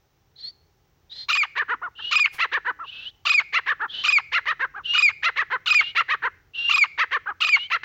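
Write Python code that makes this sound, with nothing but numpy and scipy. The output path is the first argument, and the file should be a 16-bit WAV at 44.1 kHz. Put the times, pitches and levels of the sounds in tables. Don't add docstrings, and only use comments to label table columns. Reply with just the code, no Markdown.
import sys
import numpy as np
from scipy import signal
from scipy.fft import rfft, irfft
from scipy.io import wavfile
from scipy.ndimage import uniform_filter1d, map_coordinates

SR = 44100
rng = np.random.default_rng(int(sys.argv[2]) if len(sys.argv) > 2 else 0)


def wav_record(signal):
    frames = np.transpose(np.atleast_2d(signal))
    bounded = np.clip(frames, -1, 1)
    quanta = np.round(bounded * 32767).astype(np.int16)
    wavfile.write(sys.argv[1], SR, quanta)


N = 345744
TOP_HZ = 15850


def undb(db):
    return 10 ** (np.asarray(db) / 20)


def curve(table, at):
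    first, *columns = np.transpose(table)
    return [np.interp(at, first, c) for c in columns]


def colour(table, hz):
    f, db = np.transpose(table)
    return undb(np.interp(np.log(hz + 1e-9), np.log(f), db))


def noise(table, size):
    spectrum = rfft(rng.standard_normal(size))
    y = irfft(spectrum * colour(table, np.fft.rfftfreq(size, 1 / SR)), size)
    return y / y.std()


def wander(rate, size):
    at = np.arange(size) * rate / SR
    return map_coordinates(rng.standard_normal(int(at[-1]) + 4), [at + 1], order=3, mode="nearest")


def bump(t, at, width):
    return np.exp(-((t - at) / width) ** 2)


def gate(t, on_s, off_s, attack_s, release_s):
    return np.clip(np.minimum((t - on_s) / attack_s, (off_s - t) / release_s), 0, 1)


def add(out, start_s, sound):
    i = int(start_s * SR)
    out[i:i + len(sound)] += sound[:max(N - i, 0)]


# frequency_hz, level_db
AIR_SPECTRUM = [(200, -26), (350, -10.5), (680, -15), (800, -7.5), (950, -14), (1300, -15.5), (4900, -23.5),
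                (5800, -19.5), (8500, -37.5), (13500, -37.5), (15100, -21.5), (16000, -20)]
AIR_DB = -67.5
# frequency_hz, level_db
RUMBLE_SPECTRUM = [(20, -16.5), (32, -13), (44, 1.5), (70, -1), (87, 5), (105, -3.5), (135, 0.5),
                   (190, -11.5), (260, -16), (420, -12), (700, -28.5), (2000, -87)]
RUMBLE_DB, SWELL_DB, SWELL_AT_S, SWELL_WIDTH_S = -65, 5, 5.2, 1.3


def outdoors(gust_db=-0.5, flicker_db=0.5):
    swell_db = SWELL_DB * bump(np.arange(N) / SR, SWELL_AT_S, SWELL_WIDTH_S)
    breeze_db = RUMBLE_DB + swell_db + gust_db * wander(3, N)
    air = noise(AIR_SPECTRUM, N) * undb(AIR_DB + wander(0.43, N))
    rumble = noise(RUMBLE_SPECTRUM, N) * undb(breeze_db + flicker_db * wander(5.5, N))
    return air + rumble


# frequency_hz, level_db
YARD_ECHO = [(200, 19.0), (900, -17.5), (2200, -1.5), (3200, -7), (5000, -4.0), (8000, -7.5), (15000, -26.5)]


def yard(x, echo_db=-21, t60_s=0.43, build_s=0.051):
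    t = np.arange(int(.7 * SR)) / SR
    decay = np.exp(-np.log(1000) * t / t60_s)
    tail = noise(YARD_ECHO, len(t)) * decay * (1 - np.exp(-t / build_s))
    return x + undb(echo_db) * signal.fftconvolve(x, tail / np.linalg.norm(tail))[:N]


# frequency_hz, level_db
CAGE_ECHO = [(300, -5), (1800, -3), (4000, -1), (8000, -14.5), (15000, -17)]


def cages(x, echo_db=-27, delay_s=0.0071, decay_s=.012):
    t = np.arange(int(.08 * SR)) / SR
    scatter = noise(CAGE_ECHO, len(t)) * np.exp(-t / decay_s) * (t > delay_s)
    return x + undb(echo_db) * signal.fftconvolve(x, scatter / np.linalg.norm(scatter))[:N]


# peak_s, level_db, rise_s, decay_s
SCRAPES = [(2.337, -46.5, 0.0096, .012), (2.346, -43.5, 0.0035, 0.0087), (2.364, -50, 0.0083, 0.026)]
# frequency_hz, level_db
SCUFF_SPECTRUM = [(100, -0.5), (400, -6.5), (1200, 3.5), (3000, -1), (6000, -4), (8500, -13), (11000, -5),
                  (13000, -15), (15500, -6)]


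def scuffs():
    t = np.arange(N) / SR
    force = 0
    for peak_s, level_db, rise_s, decay_s in SCRAPES:
        force = force + undb(level_db) * np.exp(-np.maximum((peak_s - t) / rise_s, (t - peak_s) / decay_s))
    return force * noise(SCUFF_SPECTRUM, N) * undb(1.8 * wander(900, N))


# frequency_hz, level_db
WHINE_HISS = [(400, -22), (1100, -24), (1600, -11.5), (2200, -22.5), (2900, 0.5), (3400, -1.5),
              (4100, -6.5), (4800, -21), (6300, -32.5), (8000, -52.5), (16000, -45.5)]


def thin_whistle(hz, swell, tone_db, hiss_db, overtone_db=-36, waver=0.0063, flutter_db=4.0):
    size = len(hz)
    phase = 2 * np.pi * np.cumsum(hz * (1 + waver * wander(400, size))) / SR
    octave = undb(overtone_db + tone_db + 29.5) * np.sin(2 * phase) * (hz < 3500)
    tone = np.sqrt(2) * (np.sin(phase) + octave) * undb(tone_db + flutter_db * wander(99, size))
    read_at = np.cumsum(np.sqrt(hz / 2900))
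    hiss = map_coordinates(noise(WHINE_HISS, 2 * size), [read_at], order=3) * undb(hiss_db)
    return tone * swell + hiss * swell ** .7


WHINE_SCOOP, WHINE_SCOOP_S, WHINE_FLICK_S, WHINE_ATTACK_S, WHINE_RELEASE_S = 0.038, 0.018, 0.034, 0.031, 0.041
CHIRP_RISE, CHIRP_OVERLAP_S, CHIRP_HISS_DB, EARLY_CHIRP_DB, EARLY_CHIRP_RATIO = .19, 0.013, -9.5, -12, .8
# held_start_s, length_s, pitch_hz, climb (share of pitch), flick (share of pitch), tone_db, hiss_db,
# chirp_s (length of the later chirp), chirp_hz, chirp_db
WHINES = [(.413, 0.1, 4310, .12, 0.012, -34.5, -47.5, 0.047, 4260, -42),
          (1.133, .129, 4150, 0.0043, 0.012, -39.5, -43.5, .036, 3900, -36.5),
          (2.005, 0.13, 2905, 0.065, 0.0064, -31.5, -40, 0.045, 2980, -37.5),
          (2.898, 0.21, 2616, 0.04, 0.37, -45, -42, .05, 2840, -36),
          (3.916, .14, 3033, 0.042, .005, -38, -35, .036, 3366, -38),
          (4.859, .15, 2863, 0.036, 0.0057, -25.5, -37.5, 0.029, 2940, -32),
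          (5.764, .162, 2782, 0.028, 0.064, -34, -39.5, 0.026, 2990, -41),
          (6.557, .17, 2785, 0.004, 0.017, -27, -37.5, 0.027, 2890, -33.5),
          (7.527, 0.15, 2817, 0.019, 0.15, -33.5, -43, 0.037, 3030, -41)]


def whines(flick_db_per_share=50):
    out = np.zeros(N)
    for start_s, length_s, pitch_hz, climb, flick, tone_db, hiss_db, chirp_s, chirp_hz, chirp_db in WHINES:
        t = np.arange(0, length_s, 1 / SR)
        lift = flick * np.exp((t - length_s) / WHINE_FLICK_S)
        scoop = WHINE_SCOOP * np.exp(-t / WHINE_SCOOP_S)
        hz = pitch_hz * (1 + climb * (t / length_s - .5) - scoop + lift)
        swell = gate(t, 0, length_s, WHINE_ATTACK_S, WHINE_RELEASE_S)
        add(out, start_s, thin_whistle(hz, swell, tone_db + flick_db_per_share * lift, hiss_db))
        early = (chirp_s * EARLY_CHIRP_RATIO, chirp_db + EARLY_CHIRP_DB)
        for span_s, db in [(chirp_s, chirp_db), early]:
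            start_s = start_s - span_s + CHIRP_OVERLAP_S
            u = np.linspace(0, 1, int(span_s * SR))
            hz = chirp_hz * (1 + CHIRP_RISE * (u - .5))
            add(out, start_s, thin_whistle(hz, abs(np.sin(np.pi * u)), db, db + CHIRP_HISS_DB))
    return out


# time_s, top_octave_db
FACING = [(0, 6.5), (3.5, -5.5), (5, -2.5), (6, 2), (7.8, 1)]


def beam(x, edge_hz=9500):
    facing_db, = curve(FACING, np.arange(N) / SR)
    top = signal.sosfiltfilt(signal.butter(4, edge_hz, "high", fs=SR, output="sos"), x)
    return x + (undb(facing_db) - 1) * top


def syrinx(hz, odd_db, rough, beak_hz, treble_db, throat, jitter, sharpness, flutter_db, count=26):
    size = len(hz)
    wobble = jitter * rough * wander(700, size) + .014 * wander(150, size)
    phase = 2 * np.pi * np.cumsum(hz * (1 + wobble)) / SR
    voice, power = 0, 0
    for k in range(1, count + 1):
        f = k * hz
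        beak = 1 / (1 - (f / beak_hz) ** 2 + 1j * f / beak_hz / sharpness)
        treble = undb(treble_db * np.clip(np.log2(f / 1700), 0, 1.5))
        flutter = undb(flutter_db * wander(134, size))
        gain = colour(throat, f) * beak * treble * (f < TOP_HZ) * flutter
        slip = (.08 + .4 * (k % 2) + .05 * k) * wander(140, size)
        line = undb(odd_db * (k % 2))
        smear = rough * np.minimum(.3 + (f / 3400) ** 2, 4)
        chaos = (wander(520, size) + 1j * wander(520, size)) / np.sqrt(2)
        partial = gain * (line + smear * chaos) / np.sqrt(1 + smear ** 2)
        voice = voice + partial * np.exp(1j * (k * phase + slip + rng.uniform(0, np.pi)))
        power = power + abs(gain) ** 2 * (line ** 2 + smear ** 2) / (1 + smear ** 2) / 2
    shimmer = undb(2 * rough * wander(650, size))
    level = np.sqrt(uniform_filter1d(power, size=600))
    return voice.real / level * shimmer * signal.windows.tukey(size, .07)


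# frequency_hz, level_db
CLUCK_THROAT = [(250, -14), (480, -11.5), (640, -23.5), (980, -4), (1350, -5), (1550, -7), (1830, -3),
                (2250, -9.5), (2900, -0.5), (3400, -5.5), (4000, -0.5), (5100, -11.5), (6300, -9.5),
                (7400, -24.5), (8300, -31), (13000, -24.5), (15000, -7.5)]
FOOT_PITCH_RATIO, FOOT_DB, TOP_DB, FOOT_ROUGH, TOP_ROUGH = .5, -17.5, 2, .72, .25
GAPE_AT, GAPE_RATIO, GAPE_CLOSING = 0.3, 1.149, 0.46
# top_pitch_hz, top_place (0-1 of length), beak_hz (before the gape),
# odd_harmonics_db, roughness (ratio)
EFFORT = [(392, .37, 1176, -16, .58), (478.6, .62, 1470, -1.5, .75), (611, .62, 1820, -3, 1.2),
          (698.5, .59, 2014, -6, 1.2)]
# start_s, length_s, top_pitch_hz (stands for the effort), level_db
CLUCKS = [(1.552, .085, 602, -22.5), (1.68, 0.074, 489, -24), (1.814, 0.077, 370, -30),
          (1.985, 0.031, 451, -41), (2.381, 0.084, 683, -21), (2.514, 0.075, 604.5, -22),
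          (2.646, 0.073, 500, -24), (2.787, 0.075, 347.3, -35), (3.524, 0.079, 687, -20.5),
          (3.658, 0.08, 613, -21.5), (3.794, 0.075, 460.4, -26), (4.316, 0.085, 710, -20.5),
          (4.454, 0.082, 644, -22), (4.592, .071, 548, -23.5), (4.738, 0.08, 418.4, -35),
          (5.223, 0.082, 693, -20), (5.357, 0.081, 643, -22), (5.5, .074, 518, -23.5),
          (5.948, 0.079, 695, -19), (6.081, 0.078, 636, -21.5), (6.219, 0.071, 517, -23),
          (6.975, 0.076, 662, -20), (7.107, 0.075, 596, -21.5), (7.257, 0.072, 419.4, -27.5),
          (7.699, 0.078, 690, -21), (7.832, 0.076, 613, -16.5)]


def clucks(treble_db_per_octave=19, steepness=1.99, split_db=7, split_at=.9, split_width=0.095):
    out = np.zeros(N)
    for start_s, length_s, top_hz, level_db in CLUCKS:
        top_at, beak_hz, odd_db, rough_ratio = curve(EFFORT, top_hz)
        u = np.linspace(0, 1, int(length_s * SR))
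        arch = np.sin(np.pi * np.interp(u, [0, top_at, 1], [0, .5, 1]))
        slack = np.clip(1 - arch, 0, 1)
        hz = top_hz * (1 - (1 - FOOT_PITCH_RATIO) * slack)
        db = TOP_DB + (FOOT_DB - TOP_DB) * slack ** steepness
        rough = rough_ratio * (TOP_ROUGH + (FOOT_ROUGH - TOP_ROUGH) * slack)
        beak_hz = beak_hz * (GAPE_RATIO - GAPE_CLOSING * abs(u - GAPE_AT))
        treble_db = treble_db_per_octave * np.log2(beak_hz / 2150)
        odd_db = odd_db + split_db * bump(u, split_at, split_width)
        note = syrinx(hz, odd_db, rough, beak_hz, treble_db, CLUCK_THROAT,
                      jitter=0.055, sharpness=4.78, flutter_db=3.0)
        add(out, start_s, note * undb(level_db + db))
    return out


RASP_HZ, RASP_DB, RASP_ROUGH = 1323, -18.5, .31
RASP_ATTACK_S, RASP_SCOOP_HZ, RASP_ATTACK_DB = 0.0085, 302, -8.5
RASP_SAG_HZ_PER_S, RASP_SAG_DB_PER_S = 2000, 65
SURGE_AT_S, SURGE_WIDTH_S, SURGE_HZ, SURGE_DB = .0215, .006, 220, 5
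CRACK_LEAD_S, CRACK_WIDTH_S, CRACK_HZ, CRACK_DB, CRACK_ROUGH = .002, .004, 192, 6, 0.59
CLOSING_S, CLOSING_HZ, CLOSING_DROP_HZ = .028, 1443, 760
CLOSING_DB, CLOSING_FADE_DB, CLOSING_ROUGH = -19.5, -15, 0.97
FLIPS = [0, .051, .069, .093]


def rasp(t, length_s, whistling, leak_db=-26, beak_hz=2720, shut_beak_hz=1700,
         treble_db=-1.0, closing_treble_db=-7, shut_treble_db=-6):
    onset = np.exp(-t / RASP_ATTACK_S)
    surge = bump(t, SURGE_AT_S, SURGE_WIDTH_S)
    crack = sum(bump(t, flip - CRACK_LEAD_S, CRACK_WIDTH_S) for flip in FLIPS[1:])
    hz = RASP_HZ - RASP_SAG_HZ_PER_S * t - RASP_SCOOP_HZ * onset + SURGE_HZ * surge + CRACK_HZ * crack
    db = RASP_DB - RASP_SAG_DB_PER_S * t + RASP_ATTACK_DB * onset + SURGE_DB * surge + CRACK_DB * crack
    rough = RASP_ROUGH + CRACK_ROUGH * (crack + onset)
    shut = np.clip((t - length_s) / CLOSING_S, 0, 1)
    closing = t > (FLIPS[-1] + length_s) / 2
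    hz = np.where(closing, CLOSING_HZ - CLOSING_DROP_HZ * shut, hz)
    db = np.where(closing, CLOSING_DB + CLOSING_FADE_DB * shut, db) + leak_db * whistling
    rough = np.where(closing, CLOSING_ROUGH, rough)
    beak_hz = beak_hz + (shut_beak_hz - beak_hz) * shut
    treble_db = treble_db + closing_treble_db * closing + shut_treble_db * shut
    return hz, db, rough, beak_hz, treble_db


WHISTLE_HZ, WHISTLE_FALL_HZ, WHISTLE_FALL_POWER = 2480.5, 387, 1.9
DIP_WIDTH_HZ = 50
# pitch_hz, level_db
WHISTLE_THROAT = [(2000, -23), (2100, -16), (2210, -14), (2350, -15), (2500, -16)]
# multiple (of the pitch), level_db
WHISTLE_PARTIALS = [(.5, -44.5), (1, -1), (1.5, -33.5), (2, -17), (3, -27), (4, -51.5), (5, -52),
                    (6, -45.5)]


def whistle(t, length_s, dip_hz, dip_db, top_db=-9, flutter_db=1.0, jitter=0.0045, waver=0.0016):
    size = len(t)
    fall = np.clip((t - FLIPS[-1]) / (length_s - FLIPS[-1]), 0, 1)
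    hz = WHISTLE_HZ - WHISTLE_FALL_HZ * fall ** WHISTLE_FALL_POWER
    unsteady = jitter * wander(650, size) + waver * wander(70, size)
    phase = 2 * np.pi * np.cumsum(hz * (1 + unsteady)) / SR
    tone = 0
    for multiple, partial_db in WHISTLE_PARTIALS:
        weak = min(abs(multiple - 1), 2)
        change_db = weak * (flutter_db * wander(300, size) + top_db * fall / 2)
        tone = tone + undb(partial_db + change_db) * np.sin(multiple * phase)
    dip = undb(dip_db * bump(hz, dip_hz, DIP_WIDTH_HZ))
    return np.sqrt(2) * tone * colour(WHISTLE_THROAT, hz) * dip


# frequency_hz, level_db
RASP_THROAT = [(300, -38.5), (600, -22), (1200, -6), (1750, -7), (2300, -12), (2900, -2), (3400, -12),
               (3850, -2.5), (5000, -8.5), (7200, -10), (8100, -39.5), (11000, -29.5), (13800, -19.5),
               (15000, -9)]
# start_s, length_s (to the end of the falling whistle), rasp_db, first_whistle_db,
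# falling_whistle_db, rasp_pitch (ratio), dip_hz (pitch at which the whistle dips), dip_db
SHRIEKS = [(1.283, 0.15, -.5, -2, -2.5, .96, 2335, -2.5), (2.108, 0.15, -1.5, 2.5, 0.5, 0.95, 2310, -15.5),
           (3.25, 0.15, -1.5, 2, 2, 0.95, 2378, -11.5), (4.034, 0.15, -2, 2.5, 1.5, 0.97, 2394, -4),
           (4.933, 0.16, -3, 2, 3, 0.98, 2260, -10.5), (5.657, .153, -2, 3, 2.5, 1.01, 2330, -7),
           (6.691, 0.15, -0.5, 4, 3, .96, 2420, -10), (7.402, 0.16, -0.5, 1, 3, .99, 2438, -11.5)]


def shrieks(lead_s=0.0028, lag_s=0.00067, attack_s=.005, release_s=0.0036,
            end_lag_s=0.0016, end_release_s=.007, fade_s=0.0078, odd_db=-12):
    out = np.zeros(N)
    for start_s, length_s, rasp_db, first_db, falling_db, ratio, dip_hz, dip_db in SHRIEKS:
        t = np.arange(0, length_s + CLOSING_S, 1 / SR)
        first = gate(t, FLIPS[1] - lead_s, FLIPS[2] + lag_s, attack_s, release_s)
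        falling = gate(t, FLIPS[-1] - lead_s, length_s + end_lag_s, attack_s, end_release_s)
        hz, db, rough, beak_hz, treble_db = rasp(t, length_s, (first + falling) ** 2)
        voice = syrinx(hz * ratio / 2, odd_db, rough, beak_hz, treble_db, RASP_THROAT,
                       jitter=0.063, sharpness=2.5, flutter_db=3.5)
        add(out, start_s, voice * undb(db + rasp_db) * np.minimum((t[-1] - t) / fade_s, 1))
        whistle_gain = first * undb(first_db) + falling * undb(falling_db)
        add(out, start_s, whistle(t, length_s, dip_hz, dip_db) * whistle_gain)
    return out


def scene():
    calls = cages(beam(shrieks() + clucks()))
    return (yard(calls + whines() + scuffs()) + outdoors())[None]


def record(dry):
    return signal.sosfilt(signal.ellip(10, .2, 70, TOP_HZ, fs=SR, output="sos"), dry)


dry = scene()
out = record(dry)
wav_record(out)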